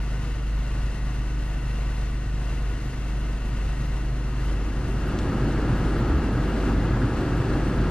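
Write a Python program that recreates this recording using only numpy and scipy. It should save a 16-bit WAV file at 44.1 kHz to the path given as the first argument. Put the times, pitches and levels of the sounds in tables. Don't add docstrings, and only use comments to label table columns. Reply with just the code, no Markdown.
import sys
import numpy as np
from scipy import signal
from scipy.fft import rfft, irfft, next_fast_len
from scipy.io import wavfile
from scipy.ndimage import uniform_filter1d

SR = 44100
rng = np.random.default_rng(int(sys.argv[2]) if len(sys.argv) > 2 else 0)


def transcribe(signal):
    frames = np.atleast_2d(signal).T
    limited = np.clip(frames, -1, 1)
    pcm = np.round(limited * 32767).astype(np.int16)
    wavfile.write(sys.argv[1], SR, pcm)


def rack_gain(trim_db):
    fader = np.asarray(trim_db, float)
    return 10 ** (fader / 20)


N = 348390
T = np.arange(N) / SR

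# (time [s], speed [share of full])
BLOWER_SPEED = [
    (0, 0.36),
    (2.2, 0.39),
    (2.8, 0.45),
    (4.15, 0.55),
    (4.45, .62),
    (4.8, 0.73),
    (5.1, 0.89),
    (5.45, 1.002),
    (7.9, 1.02),
]


def evened(x):
    return x / np.sqrt(np.mean(x ** 2) + 1e-20)


def read(points, hz, axis=1):
    columns = np.transpose(points)
    return np.interp(np.log(hz + 1), np.log(columns[0] + 1), columns[axis])


def curve(rows, axis=1):
    columns = np.transpose(rows)
    return np.interp(T, columns[0], columns[axis])


def sine(cycles):
    return np.sin(2 * np.pi * cycles)


def wander(low_hz, top_hz, count=24):
    hz = np.geomspace(low_hz, top_hz, num=count)[:, None]
    t = np.arange(0, N, 256) / SR
    slow = (sine(hz * t + rng.random((count, 1))) / np.sqrt(hz)).sum(axis=0)
    return np.interp(T, t, evened(slow))


def bumps(rows):
    t = np.arange(0, N, 64) / SR
    total_db = sum(db * np.exp(-(2 * (t - s) / length) ** 2) for s, db, length in rows)
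    return np.interp(T, t, total_db)


def airborne(spectrum, modes, ports, lead_s):
    size = next_fast_len(N)
    hz = np.fft.rfftfreq(size, 1 / SR)
    colour_db = read(spectrum, hz)
    for f, width, db in modes:
        colour_db = colour_db + db / (1 + (2 * (hz - f) / width) ** 2)
    a, b = rfft(rng.standard_normal((2, size)))
    same = np.clip(read(ports, hz), 0, 1)
    lean_db = read(ports, hz, axis=2) / 2
    lag = np.exp(-1j * np.minimum(2 * np.pi * hz * lead_s, np.pi))
    right = (same * a + np.sqrt(1 - same ** 2) * b) * lag
    pair = np.array([a * rack_gain(lean_db), right * rack_gain(-lean_db)])
    return irfft(pair * rack_gain(colour_db) * np.sqrt(SR / 2), size)[:, :N]


def engine():
    # (time [s], firing rate [Hz])
    idle = [(0, 50.5), (1.2, 50.45), (1.5, 50.2), (2.0, 50.35), (2.6, 50.1), (3.0, 50.5), (3.4, 50.25),
            (4.3, 50.3), (4.8, 49.95), (6.0, 49.8), (7.9, 49.85)]
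    # (time [s], change [dB], length [s])
    boom_swings = [(.25, -2, 0.22), (.56, 3, .1), (.85, 3, 0.064), (.95, -4, 0.072), (1.12, -1.5, .08),
                   (1.65, -1.5, 0.23), (1.8, 2, 0.081), (2.23, -3.5, 0.074), (2.63, 1.5, 0.081),
                   (2.81, -6, .07), (2.95, -7, 0.15), (3.41, -2, 0.12), (3.68, 2.5, 0.094), (3.77, -2, .06),
                   (4.5, 3, 0.11), (4.71, -3.5, 0.077), (4.87, -6, 0.066), (5.16, -2, 0.16), (5.31, -7, 0.14),
                   (6.35, -1, 0.29), (6.75, 3, 0.14), (7.13, -8, 0.071), (7.26, -14, 0.094), (7.44, -19, 0.071),
                   (7.72, -5, 0.056), (7.82, 3, 0.063)]
    # (time [s], change [dB], length [s])
    swells = [
        (.55, -6, 0.11),
        (1.7, 2.5, 0.2),
        (2.87, 3.5, 0.094),
        (3.83, 7.5, 0.12),
        (4.12, 6.5, 0.2),
        (4.38, 6, 0.19),
        (4.63, -4, 0.16),
        (4.9, 7, 0.29),
    ]
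    # (multiple [1]), and beside it (level [dB rms])
    cycle_orders = [2, 3, 4, 9, 12, 13, 18, 21, 24, 26, 27, 30, 33, 36, 39, 42, 45, 48]
    cycle_db = [-55, -41, -44, -51, -54, -52, -44, -52.5, -50, -57.5, -53, -50, -61.5, -52, -56.5, -65.5,
                -68, -63.5]
    # (frequency [Hz], level [dB rms])
    whines = [(1300, -65), (1457, -63), (1508, -63.5), (1925, -63), (2719, -64.5), (4156, -72)]
    # (frequency [Hz], level [dB per Hz])
    bay_colour = [(12, -97), (30, -64.5), (100, -58), (160, -67), (320, -74), (600, -75.5), (1200, -79.5),
                  (2000, -78.5), (2400, -87.5), (3400, -87), (6000, -92), (9000, -91), (12800, -96),
                  (14400, -99), (15700, -104)]
    # (frequency [Hz], width [Hz], level [dB])
    bay_modes = [(473, 17, 5.5), (727, 35, 4), (817, 37, -5), (950, 110, 2.5), (1063, 30, 4),
                 (1117, 50, -5.5), (1153, 30, 8), (1235, 35, 3.5), (1290, 21, 0.5), (1452, 30, 6),
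                 (1511, 32, 6), (1606, 93, -4.5), (1880, 50, 3.5), (1923, 20, 3), (1970, 36, -4),
                 (2064, 61, 2), (2200, 44, 1), (2660, 276, 7.5), (2865, 143, 5), (3070, 60, 3.5),
                 (4160, 290, 3), (4770, 72, 5), (5400, 780, 0), (5820, 75, 7), (6320, 270, 4),
                 (7470, 800, -0.5), (2730, 40, 3.5),
                 (9600, 350, 3), (10500, 400, 1.5), (11600, 1000, 2.5), (12550, 450, 3.5)]
    # (frequency [Hz], likeness [0-1], left over right [dB])
    bay_ports = [(109, 1, .3), (340, 0.89, 3.6), (600, .9, 0), (1460, .89, 4), (2420, 1, 3.5),
                 (3540, .64, 2.5), (6170, .62, 1.3), (9100, 0.66, .2), (12100, 0.9, 1)]

    turns = np.cumsum(curve(idle) * (1 + 0.0011 * wander(0.298, 4.0))) / SR
    boom_db = -26 + bumps(boom_swings) + 0.06 * wander(3.3, 3.6)
    tones = rack_gain(boom_db) * sine(turns)
    drone_db = -35.5 - 6.5 * curve(BLOWER_SPEED) + bumps(swells)
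    tones += rack_gain(drone_db) * sine(2.5 * turns)
    scatter = .35
    for k, db in zip(cycle_orders, cycle_db):
        tones += rack_gain(db + 1.6 * wander(.4, 3.0)) * sine(k * turns / 6 + scatter * rng.random())
    for hz, db in whines:
        swing = 4 * np.sin(turns / 40 + hz)
        tones += rack_gain(db + 3 * np.sin(turns / 9 + hz)) * np.sin(2 * np.pi * hz * T + swing)
    pump_hz, pump_db = 44, -48
    tones += rack_gain(pump_db) * sine(pump_hz * T)

    throb = 1 + .045 * np.cos(np.pi * turns) + .03 * np.cos(2 * np.pi * turns / 6)
    bay = airborne(bay_colour, bay_modes, bay_ports, lead_s=5.1e-5)
    lean = rack_gain(np.array([[.05], [-.05]]))
    return np.sqrt(2) * tones * lean + bay * throb * rack_gain(0.77 * wander(1.0, 12.0))


def blower():
    # (frequency [Hz], level [dB per Hz])
    rumble_colour = [(15, -23.5), (40, -11), (100, 1.5), (180, -1.5), (380, -3.5), (450, -12), (600, -19),
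                     (900, -20), (2000, -69)]
    hiss_colour = [(300, -29.5), (600, 2), (1050, -2), (1400, 0), (1750, -8.5), (2400, -12.5), (3300, -17),
                   (3700, -18), (4800, -20), (6200, -30), (9000, -29), (13000, -30.5)]
    # (frequency [Hz], width [Hz], level [dB])
    rumble_modes = [(71.8, 25, 7), (112, 41, -0.5), (136, 27, 3), (147, 64, 1.5), (209, 51, 0.3),
                    (287, 193, 4.6), (357, 17, 0.1), (507, 68, 8)]
    hiss_modes = [(1266, 68, 4.5), (1660, 130, 7), (1860, 40, 4.5), (1340, 44, 1.5), (2820, 100, 4.5),
                  (4480, 100, 3), (2400, 120, -1), (3650, 200, -4), (3500, 120, 3.5), (4900, 120, -4)]
    # (frequency [Hz], likeness [0-1], left over right [dB])
    vent_ports = [(100, 1, 0.05), (250, 0.99, .1), (596, .99, 0.078), (1400, 0.99, 1.5), (2400, .9, 1),
                  (4000, 0.68, 1), (8000, .65, 1)]
    # (time [s], rise [dB], length [s])
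    gusts = [(4.77, 15, .07), (4.92, 15, .1), (5.26, 13, .18), (5.43, 17, .05), (5.57, 12, .1),
             (5.71, 13, .09), (5.85, 11, .1), (6.07, 17, .12), (6.38, 17, .08), (6.57, 13, .05),
             (6.82, 12, .18), (6.98, 19, .06), (7.05, 19, .06), (7.32, 17, .07), (7.43, 19, .1),
             (7.54, 14, .1), (7.66, 9, .08), (7.82, 11, .12)]

    rumble = evened(airborne(rumble_colour, rumble_modes, vent_ports, lead_s=1.5e-5))
    hiss = evened(airborne(hiss_colour, hiss_modes, vent_ports, lead_s=1.5e-5))
    flutter = wander(2.0, 12.0)
    speed = curve(BLOWER_SPEED)
    speed_db = 10 * np.log10(speed)
    flap_s, flap_travel_s, flap_shut_db = 5.06, 0.068, -3
    flap_db = flap_shut_db * np.clip((flap_s - T) / flap_travel_s, 0, 1)

    shaft_hz = 70.5 * np.minimum(speed + .1, 1)
    shaft = sine(np.cumsum(shaft_hz) / SR) * rack_gain(-46 + 10 * wander(0.502, 4.0))
    duct_hz = 121 * (1 + 0.018 * wander(0.487, 5.6))
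    duct_db = -41.5 + bumps(gusts) + 3 * wander(7.3, 30.0)
    boom = sine(np.cumsum(duct_hz) / SR) * rack_gain(duct_db)

    rumble_power, hiss_power = 5.01, 3.9
    low = (rumble * rack_gain(-26 + 0.16 * flutter) + shaft + boom) * rack_gain(rumble_power * speed_db)
    return low + hiss * rack_gain(-37 + hiss_power * speed_db + flap_db + 0.35 * flutter)


def knocks():
    # (time [s], frequency [Hz], peak level [dB])
    hand_knocks = [
        (1.731, 219, -37),
    ]
    t = np.arange(8000) / SR
    out = np.zeros(N + 8000)
    rise = t / 0.022
    for s, hz, db in hand_knocks:
        out[round(s * SR):][:len(t)] += rack_gain(db) * rise * np.exp(1 - rise) * sine(hz * t)
    return out[:N]


def clicks():
    # (time [s], peak level [dB])
    snaps = [
        (5.1886, -22),
        (5.217, -36),
        (5.23, -38),
    ]
    # (frequency [Hz], width [Hz], level [dB])
    plastic_modes = [(1100, 700, 7), (1800, 700, 7), (2600, 600, 5), (3300, 550, 7.5), (4200, 600, 4),
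                     (5200, 800, -2), (6200, 600, -7), (6900, 500, -3), (8500, 700, -14)]
    t = np.arange(2000) / SR
    out = np.zeros(N + 2000)
    for s, db in snaps:
        burst = rng.standard_normal(len(t)) * (np.exp(-t / 0.0035) + 0.25 * np.exp(-t / 0.01))
        burst[0] += 6
        spectrum = rfft(burst)
        burst = irfft(spectrum / uniform_filter1d(abs(spectrum), size=11))
        ring = 0.001 * np.diff(burst, prepend=0)
        for hz, width, mode_db in plastic_modes:
            ring = ring + rack_gain(mode_db) * signal.lfilter(*signal.iirpeak(hz, hz / width, SR), burst)
        out[round(s * SR):][:len(t)] += rack_gain(db) * ring / abs(ring).max()
    return np.array([rack_gain(1.1) * out[:N], rack_gain(-1.1) * np.roll(out, 1)[:N]])


def scene():
    return (engine() + blower() + knocks() + clicks()) * np.minimum(T / .002, 1)


def starved(centre):
    # (frequency [Hz], level [dB])
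    gap_levels = [(2000, -19), (3400, -7.3), (4700, -5.5), (6900, -3.2), (8300, -.5), (9600, 1.5)]
    hz, _, z = signal.stft(centre, SR, nperseg=2048, noverlap=1024, window="cosine")
    near = np.sqrt(abs(uniform_filter1d(abs(z) ** 2, size=32, axis=0)))
    kept = abs(z) > near * rack_gain(read(gap_levels, hz))[:, None]
    kept |= (hz < gap_levels[0][0])[:, None]
    return signal.istft(z * kept, SR, nperseg=2048, noverlap=1024, window="cosine")[1][:N]


def thinned(x, shares, fleck_db=0):
    open_s = [1.465, 3.19, 4.905]
    # (time [s], low edge [Hz], high edge [Hz])
    flecks = [(.02, 12400, 12700), (.135, 13200, 13500), (.58, 12400, 12700), (1.97, 11200, 11600),
              (2.37, 11900, 12400), (2.62, 12300, 12600), (2.69, 12600, 13000), (2.72, 10300, 10700),
              (2.86, 11200, 12000), (2.99, 12500, 12800), (3.09, 12000, 12300), (4.45, 13800, 14500),
              (.88, 10800, 11200), (3.71, 12800, 13200), (4.69, 11400, 11800), (5.32, 12800, 13200),
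              (5.78, 11900, 12300), (5.86, 10400, 11000), (6.08, 12000, 12800), (6.18, 12300, 12600),
              (6.33, 10300, 11100), (6.75, 10700, 11100), (7.01, 10300, 11100), (7.61, 11600, 12000),
              (1.55, 11800, 12400), (1.72, 10400, 11300), (1.9, 10400, 11100), (3.3, 12400, 12800),
              (3.48, 10400, 11800), (3.7, 10400, 11100), (3.87, 12000, 12800), (4.45, 11100, 11900),
              (5.08, 10400, 12500), (5.99, 11100, 12500), (6.38, 12100, 12500), (6.49, 12100, 12800),
              (7.21, 11400, 11900), (7.37, 11400, 11800), (7.67, 12300, 12800), (7.76, 10400, 11100)]
    hz, t, z = signal.stft(x, SR, nperseg=512, noverlap=384)
    block = ((t * SR - 967) // 1024 + 1).astype(int)
    band = (hz // 345).astype(int)
    luck = rng.random((block[-1] + 1, band[-1] + 1))
    luck = np.where(rng.random(luck.shape) < .4, luck[:, :1], luck)
    luck[1:] = np.where(rng.random(luck[1:].shape) < .4, luck[:-1], luck[1:])
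    kept = luck[block][:, band].T < read(shares, band * 345 + 172.)[:, None]
    kept |= (abs(t[:, None] - open_s).min(axis=1) < .025)[None]
    kept = kept.astype(float)
    for s, low_hz, high_hz in flecks:
        touched = np.ix_((hz > low_hz) & (hz < high_hz), abs(t - s) < .013)
        kept[touched] = rack_gain(fleck_db)
    return signal.istft(z * kept, SR, nperseg=512, noverlap=384)[1][:N]


def top_cut(x):
    return signal.sosfilt(signal.butter(12, 15750, fs=SR, output="sos"), x)


def record(dry):
    # (frequency [Hz], share of blocks [0-1])
    centre_shares = [(7900, 1), (8300, .72), (8800, .42), (9200, .36), (9600, .5), (9900, .07), (10300, .1),
                     (10700, .01), (11000, .004), (13200, .003), (14000, 0)]
    side_shares = [(13600, 1), (14300, .8), (15000, .45), (15300, 0)]
    centre = thinned(starved(dry.mean(axis=0)), centre_shares, fleck_db=7)
    side = thinned((dry[0] - dry[1]) / 2, side_shares)
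    mix = np.array([centre + side, centre - side])
    return top_cut(mix)


dry = scene()
out = record(dry)
transcribe(out)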